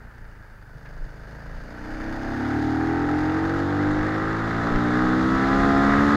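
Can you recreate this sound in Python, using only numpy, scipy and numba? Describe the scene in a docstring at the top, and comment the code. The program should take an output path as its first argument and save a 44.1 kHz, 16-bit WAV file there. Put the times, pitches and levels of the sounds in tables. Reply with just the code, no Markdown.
"""Single-cylinder motorcycle, ridden with a microphone on the rider

A four-stroke single coasts through a bend, then pulls hard in one gear, heard close from the rider's body.
The growl is a sum of engine orders shaped by silencer and airbox; gas pulses ring pipe, shell and intake duct.
Cyclic noise bursts make the valve clatter, an unsteady tone the gear whine, brief noise a tick and a crackle.
Low noise with gusts buffets the microphone; buffeting, slipstream roar and air hiss grow with speed.
"""
import sys
import numpy as np
from scipy import signal
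from scipy.fft import rfft, irfft
from scipy.io import wavfile
from scipy.ndimage import uniform_filter1d
from numba import njit

SR = 44100
rng = np.random.default_rng(int(sys.argv[2]) if len(sys.argv) > 2 else 0)


def to_wav(sig):
    """Store sig (one row per channel, or 1-D mono) as 16-bit WAV at the path in sys.argv[1].

    Samples outside -1..1 are clipped; the rate is SR.
    """
    pcm = np.clip(np.atleast_2d(sig), -1, 1) * 32767
    pcm = np.round(pcm).astype(np.int16)
    wavfile.write(sys.argv[1], SR, pcm.T)  # frames by channels


N = 271656
T = np.arange(N) / SR  # time in s

# Engine speed, one firing per cycle: start_s, firing_hz
FIRING_RATE = [(0.0, 30.08), (0.15, 28.68), (0.65, 25.55), (0.85, 25.63), (1.2, 26.18), (1.6, 28.17),
               (1.9, 30.97), (2.3, 33.93), (2.6, 37.36), (3.1, 42.43), (3.7, 48.6), (4.3, 53.88),
               (4.9, 60.33), (5.3, 65.1), (5.65, 68.82), (5.8, 68.88), (6.16, 72.3)]
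# The rider's hand, shut in the bend, eased on, then wound open: start_s, opening_0_to_1
THROTTLE_OPENING = [(.66, 0.08), (.82, 0.2), (1.79, 0.42), (1.9, 0.55), (2.28, 0.74), (2.55, 0.94),
                    (3.5, .85), (3.8, 0.98), (4.3, .77), (4.9, 0.9), (5.4, 0.83), (5.8, 0.94), (6.16, 0.87)]
# Gas pulse by engine order: order (multiple of firing_hz), overrun_db, light_throttle_db, pulling_db,
# pulling_change_db_per_octave of revs
PULSE_ORDERS = [(2, 5, 5, -7.5, 4), (3, 7, -13, 2.5, 15.5), (4, 11.5, -2, 2.5, 3), (5, -5, 9, -5, 12.5),
                (6, -1, 13, 0, -4), (7, 7, 6, 1.5, -5.5), (8, 3.5, 7, -2, -8.5), (9, -17, -9, -3.5, -9),
                (10, -30, -4, 4, -2), (11, -26, -7, -1, 2.5), (12, -7, -10.5, -5, 4.5)]
# What silencer and airbox pass, ringing near 310 Hz: pitch_hz, level_db
SILENCER_AND_AIRBOX = [(50, -4), (110, -4.5), (150, -18), (205, -20.5), (250, -11.5), (280, -11),
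                       (302, -5.5), (322, -6.5), (355, -20.5), (420, -19), (480, -23), (530, -22),
                       (600, -29.5), (850, -22)]
# Resonances; the width is that of each of two filter passes, the level is relative: pitch_hz, width_hz, level_db
PIPE_MODES = [(618, 200, -8), (1003, 105, -2), (1130, 133, 0), (1221, 60, 4), (1309, 140, 4),
              (1500, 58, -9), (1667, 136, -3), (1934, 150, -6)]
SHELL_MODES = [(455, 106, 4.5), (569, 71, 3.5), (657, 82, 2)]  # the silencer's shell, heard on a light throttle
DUCT_MODES = [(669, 62, 3), (728.5, 25, -0.5), (792.7, 70, 10.5), (916.4, 44, 4)]  # the intake duct
# Mechanical knocks within one cycle: position_cycles, decay_cycles, relative_size
VALVE_KNOCKS = [(.05, 0.1, 0.71), (.3, 0.15, 0.53), (.6, 0.067, 0.53)]
# Noise colours, relative levels, silent outside the end points: pitch_hz, level_db
CLATTER_COAST_COLOUR = [(120, 2.5), (220, -6), (400, -2.5), (600, -6), (750, -2.5), (910, 0), (1100, -9.5),
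                        (1350, -0.5), (1560, 2.5), (1780, 0), (2000, -7), (2400, -14), (3200, -26.5)]
CLATTER_PULL_COLOUR = [(200, -7.5), (320, -4), (430, -0.5), (560, -5.5), (800, -6), (1020, -9), (1280, -1),
                       (1550, 1), (1950, -3.5), (2200, -12.5), (2500, -20), (3200, -30.5)]
HISS_COAST_COLOUR = [(1410, -35.5), (2400, -10.5), (2480, -28), (2870, -3), (3200, -12), (3550, -5.5),
                     (3990, -11.5), (4340, -4), (5000, -4), (5490, -12.5), (6670, -10.5), (7330, -22),
                     (8300, -22.5), (14400, -30), (15500, -31)]
HISS_PULL_COLOUR = [(1410, -47.5), (2400, -13), (2760, -4.5), (3150, -7), (3490, -1), (3770, -3),
                    (4380, -6.5), (5120, -9), (5580, -13), (6880, -14.5), (8500, -27.5), (12200, -31),
                    (15500, -43.5)]  # also colours the hiss of the slipstream
BUFFET_COLOUR = [(8, -9.5), (14, -7.5), (26, 10.5), (45, 0.5), (70, -30.5), (160, -29), (400, -68.5)]
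ROAR_COLOUR = [(40, -3.5), (70, 1.5), (120, -3), (200, -3.5), (320, -12.5), (450, -16), (800, -33)]
# A small tick, then a short crackle beside a gust: start_s, level_db (before the attack is rounded), decay_s
CRACKLES = [(0.856, -42, 0.02), (4.759, -18.5, 0.0024)]
# The strongest eddies of the headwind: peak_s, level_db, half_length_s
HEADWIND_GUSTS = [(1.023, -29, 0.07), (1.57, -32.5, 0.086), (2.02, -34, 0.2), (2.243, -34, 0.071),
                  (3.968, -29, 0.082), (4.42, -38, 0.056), (4.739, -21.5, 0.04), (5.059, -33, 0.063),
                  (5.321, -34, .04), (5.6, -28, .06), (5.928, -33, 0.067)]

CRUISE_HZ = 50  # reference revs, in firings per second
# Levels: dB wide open at cruising revs, dB change with the throttle shut, dB per octave of revs
GAS_DB, GAS_SHUT_DB, GAS_OCTAVE_DB = -14.5, -26.5, 10
DUCT_DB, DUCT_SHUT_DB, DUCT_OCTAVE_DB = -36, -57, 2.5
RASP_DB, RASP_SHUT_DB, RASP_OCTAVE_DB = -35.5, -12.5, 19.5
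CLATTER_DB, CLATTER_SHUT_DB, CLATTER_OCTAVE_DB = -31.5, -16.5, 8.5
HISS_DB, HISS_SHUT_DB, HISS_OCTAVE_DB = -50, -22.5, 2
# In one gear road speed follows the revs, and the wind with it: dB at cruising revs, dB per octave of speed
BUFFET_DB, BUFFET_OCTAVE_DB = -43, 5
ROAR_DB, ROAR_OCTAVE_DB = -39, 19.5
AIR_HISS_DB, AIR_HISS_OCTAVE_DB = -56.5, 26.5
# Throttle openings (0-1) where the light pulse is formed, starts to give way, and has become the pulling one
LIGHT_FROM, LIGHT_TO, PULL_FROM = .15, .35, .53
# Combustion stumbles as the throttle is picked up: constant unevenness, extra, centre opening, range (0-1)
UNEVEN, STUMBLE_EXTRA, STUMBLE_AT, STUMBLE_RANGE = .14, .62, .17, .1
# Power (throttle times share of cruising revs) where load begins, and where it is full
SLACK_POWER, FULL_POWER = 0.11, 0.88
# The intake breathes best in the middle revs: extra dB in airbox and duct, centre and range in firings per second
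AIRBOX_RAM_DB, DUCT_RAM_DB, RAM_HZ, RAM_RANGE_HZ = 1.5, 4.5, 41.8, 5.1
WANDER_CYCLES = 0.0089  # the crank never turns quite evenly
MIC_HISS_DB, TOP_HZ = -71, 15700


def undb(db):
    """Decibels to gain."""
    return 10 ** (np.asarray(db) / 20)


def curve(table):
    """A table of times and values, interpolated at every sample."""
    start_s, value = np.transpose(table)
    return np.interp(T, start_s, value)


def by_speed(hz, cruise_db, octave_db):
    """A level in dB that changes by a fixed amount with each doubling of speed."""
    return cruise_db + octave_db * np.log2(hz / CRUISE_HZ)


def smooth_twice(x, size):
    """Two running means of size samples."""
    return uniform_filter1d(uniform_filter1d(x, size), size)


def steady(x):
    """Hold a sound near unit level while its single beats stay audible."""
    power = smooth_twice(x * x, SR // 8)
    return x / np.sqrt(power + 1e-18)


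def noise(colour):
    """Unit noise whose spectrum follows a colour, interpolated over log frequency."""
    pitch_hz, level_db = np.transpose(colour)
    log_hz = np.log(np.fft.rfftfreq(N, 1 / SR) + 1)
    gain = undb(np.interp(log_hz, np.log(pitch_hz), level_db, left=-np.inf, right=-np.inf))
    x = irfft(rfft(rng.standard_normal(N)) * gain, N)
    return x / x.std()


def walk(rate):
    """Smooth chance that heads for a new value rate times a second, spread 1."""
    size = int(SR / rate)
    steps = np.repeat(rng.standard_normal(N // size + 1), size)
    x = uniform_filter1d(steps, size)[:N]
    return x / x.std()


@njit
def svf(x, hz, width):
    """State-variable band-pass whose centre and width may move."""
    y, band, low = np.empty(len(x)), 0., 0.
    for i in range(len(x)):
        g = np.tan(np.pi * hz[i] / SR)
        damping = width[i] / hz[i]
        v = (band + g * (x[i] - low)) / (1 + g * (g + damping))
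        band, low = 2 * v - band, low + 2 * g * v
        y[i] = damping * v
    return y


def ring(x, hz, width):
    """A resonance with steep skirts, from two equal band-passes in a row."""
    hz, width = hz * np.ones(N), width * np.ones(N)
    return svf(svf(x, hz, width), hz, width)


def body(x, modes):
    """Several resonances struck together; neighbours swing in opposite sense."""
    out = 0
    for k, (hz, width, db) in enumerate(modes):
        out = out + (-1) ** k * undb(db) * ring(x, hz, width)
    return out


def pulses(cycle, position, jitter_s, scatter_db, front_hz=3000):
    """One pulse per engine cycle, each a little early or late, strong or weak, with a rounded front."""
    at_s = np.interp(np.arange(int(cycle[-1]) + 1) + position, cycle, T, left=-1, right=-1)
    chance = rng.standard_normal((N // 500, 2))[:len(at_s)]
    place = (at_s + jitter_s * chance[:, 0]) * SR
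    inside = (place > 0) & (place < N - 1)
    place, size = place[inside], undb(scatter_db * chance[inside, 1])
    # share each pulse between the two nearest samples
    i = place.astype(int)
    train = np.bincount(i, size * (1 - place + i), N)
    train = train + np.bincount(i + 1, size * (place - i), N)
    return signal.sosfilt(signal.butter(2, front_hz, fs=SR, output="sos"), train)


def burst(cycle, position, length):
    """An envelope that swells within two milliseconds once a cycle and dies away."""
    decay = np.exp(-((cycle - position) % 1) / length)
    return smooth_twice(decay, SR // 1000)


def growl(cycle, hz, throttle, effort_db, ram_db, smear=0.04536, upper_smear=0.0857, revs_smear=0.2405,
          position=0.298):
    """The low engine orders climb through the fixed resonances of silencer and airbox."""
    tract_hz, tract_db = np.transpose(SILENCER_AND_AIRBOX)
    stumble = UNEVEN + STUMBLE_EXTRA * np.exp(-((throttle - STUMBLE_AT) / STUMBLE_RANGE) ** 2)
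    strength, lateness = stumble * walk(40), stumble * walk(30)  # shared by all orders
    firing = np.clip(throttle / LIGHT_FROM, 0, 1)
    pulling = np.clip((throttle - LIGHT_TO) / (PULL_FROM - LIGHT_TO), 0, 1)
    high_revs = np.maximum(np.log2(hz / CRUISE_HZ), 0)  # octaves above cruising revs
    out = 0
    for order, (_, overrun_db, light_db, pull_db, octave_db) in enumerate(PULSE_ORDERS, 2):
        above = order - 5
        upper = max(above, 0)
        db = (1 - firing) * overrun_db + (firing - pulling) * light_db
        db = db + pulling * by_speed(hz, pull_db, octave_db)
        db = db + np.interp(np.log(order * hz), np.log(tract_hz), tract_db)
        db = db + ram_db * (upper > 1)
        db = db + min(upper * .6, 2.5) * walk(6)  # the upper orders swell and fade on their own
        # the pipes delay higher orders more, spreading each pulse over its cycle; at high revs pulses merge
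        lag = smear * order ** 2 + upper_smear * upper ** 2 + revs_smear * high_revs * above ** 2
        turns = order * (cycle - position + 0.0086 * lateness) - lag
        out = out + undb(db) * np.sin(2 * np.pi * turns)
    return out * undb(effort_db + 3.7 * strength)


def exhaust(cycle, throttle, load, effort_db, rasp_db, second_kick=0.46, shell_db=-10.0):
    """The valve kicks the pipe on opening and again on shutting, which favours every second or third order."""
    opening = pulses(cycle, .05, jitter_s=.00003, scatter_db=1.6)
    shutting = pulses(cycle, .45, jitter_s=.00003, scatter_db=1.6)
    rasp = steady(body(opening + second_kick * shutting, PIPE_MODES)) * undb(rasp_db)
    light = np.clip(throttle / LIGHT_FROM, 0, 1) * (1 - load) ** 2  # firing, but not yet under load
    shell = steady(body(opening + shutting, SHELL_MODES)) * undb(effort_db + shell_db) * light
    return rasp + shell


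def intake(cycle, duct_db, closing=0.14):
    """Each gulp of air rings the intake duct, and the closing valve rings it again."""
    gulps = pulses(cycle, .55, jitter_s=.00002, scatter_db=1.0)
    slams = pulses(cycle, .7, jitter_s=.00002, scatter_db=1.0)
    return steady(body(gulps + closing * slams, DUCT_MODES)) * undb(duct_db)


def clatter(cycle, load, clatter_db, hiss_db):
    """Valve gear and rushing gas: noise in bursts tied to the cycle, over the even roll of chain and tyres."""
    knocks = sum(size * burst(cycle, position, length) for position, length, size in VALVE_KNOCKS)
    knocks = knocks * undb(3.6 * walk(110))  # now and then one knock stands out
    coast, pull = np.sqrt(1 - load), np.sqrt(load)
    casing = coast * noise(CLATTER_COAST_COLOUR) + pull * noise(CLATTER_PULL_COLOUR)
    casing = casing * (1.26 + knocks)
    hiss = coast * noise(HISS_COAST_COLOUR) + pull * noise(HISS_PULL_COLOUR)
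    hiss = hiss * (0.61 + knocks) * undb(0.55 * walk(24))
    return steady(casing) * undb(clatter_db) + steady(hiss) * undb(hiss_db)


def gears(cycle, load, teeth_per_cycle=60, whine_db=-58):
    """The primary gears sing at their tooth-meshing rate, unsteadily, and fade as the engine takes up load."""
    mesh = np.sin(2 * np.pi * teeth_per_cycle * cycle + 1.5 * walk(80))
    return mesh * undb(whine_db + 1.9 * walk(17)) * (1 - load)


def crackles():
    """Brief noise bursts under short decays: a small tick, then a short crackle as a gust hits the microphone."""
    envelope = 0
    for start_s, db, decay_s in CRACKLES:
        envelope = envelope + undb(db) * (T >= start_s) * np.exp(-np.abs(T - start_s) / decay_s)
    envelope = smooth_twice(envelope, SR // 800)
    return envelope * noise([(400, -15), (1700, 16), (2800, -4), (6500, -20), (8000, -38)])


def wind(hz, flutter_db=3.2):
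    """Eddies push on the microphone port, over the roar and hiss of the slipstream."""
    small = undb(by_speed(hz, BUFFET_DB, BUFFET_OCTAVE_DB) + flutter_db * walk(15))
    large = sum(undb(db) * np.exp(-((T - peak_s) / length_s) ** 2) for peak_s, db, length_s in HEADWIND_GUSTS)
    buffets = steady(noise(BUFFET_COLOUR)) * np.hypot(small, large)
    roar = noise(ROAR_COLOUR) * undb(by_speed(hz, ROAR_DB, ROAR_OCTAVE_DB) + 1.3 * walk(10))
    hiss = noise(HISS_PULL_COLOUR) * undb(by_speed(hz, AIR_HISS_DB, AIR_HISS_OCTAVE_DB))
    return buffets + roar + hiss


def scene():
    """Engine speed and throttle drive the machine, and engine speed the wind."""
    hz = curve(FIRING_RATE)
    throttle = np.clip(curve(THROTTLE_OPENING), 0, 1)
    cycle = np.cumsum(hz) / SR + WANDER_CYCLES * walk(11)
    power = throttle * hz / CRUISE_HZ
    load = np.clip((power - SLACK_POWER) / (FULL_POWER - SLACK_POWER), 0, 1) ** 1.96
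    choke = (1 - throttle) ** 2  # the first part of the twist lets in most of the air
    ram = np.exp(-((hz - RAM_HZ) / RAM_RANGE_HZ) ** 2)

    effort_db = by_speed(hz, GAS_DB, GAS_OCTAVE_DB) + GAS_SHUT_DB * (1 - throttle)
    duct_db = by_speed(hz, DUCT_DB, DUCT_OCTAVE_DB) + DUCT_SHUT_DB * choke + DUCT_RAM_DB * ram
    rasp_db = by_speed(hz, RASP_DB, RASP_OCTAVE_DB) + RASP_SHUT_DB * choke
    rasp_db = rasp_db + 1.3 * walk(7.8)  # the rasp surges
    clatter_db = by_speed(hz, CLATTER_DB, CLATTER_OCTAVE_DB) + CLATTER_SHUT_DB * choke + walk(8)
    hiss_db = by_speed(hz, HISS_DB, HISS_OCTAVE_DB) + HISS_SHUT_DB * choke + .5 * walk(8)

    engine = growl(cycle, hz, throttle, effort_db, AIRBOX_RAM_DB * ram)
    engine = engine + exhaust(cycle, throttle, load, effort_db, rasp_db)
    engine = engine + intake(cycle, duct_db)
    machine = clatter(cycle, load, clatter_db, hiss_db) + gears(cycle, load)
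    return (engine + machine + crackles() + wind(hz))[None]


def record(dry):
    """The microphone adds faint hiss; the sound stops without a click, and the top is cut."""
    x = dry + undb(MIC_HISS_DB) * rng.standard_normal(dry.shape)
    x = x * np.clip((T[-1] - T) / .004, 0, 1)  # fade over the last 4 ms
    return signal.sosfilt(signal.ellip(10, .2, 80, TOP_HZ, fs=SR, output="sos"), x)


dry = scene()
out = record(dry)
to_wav(out)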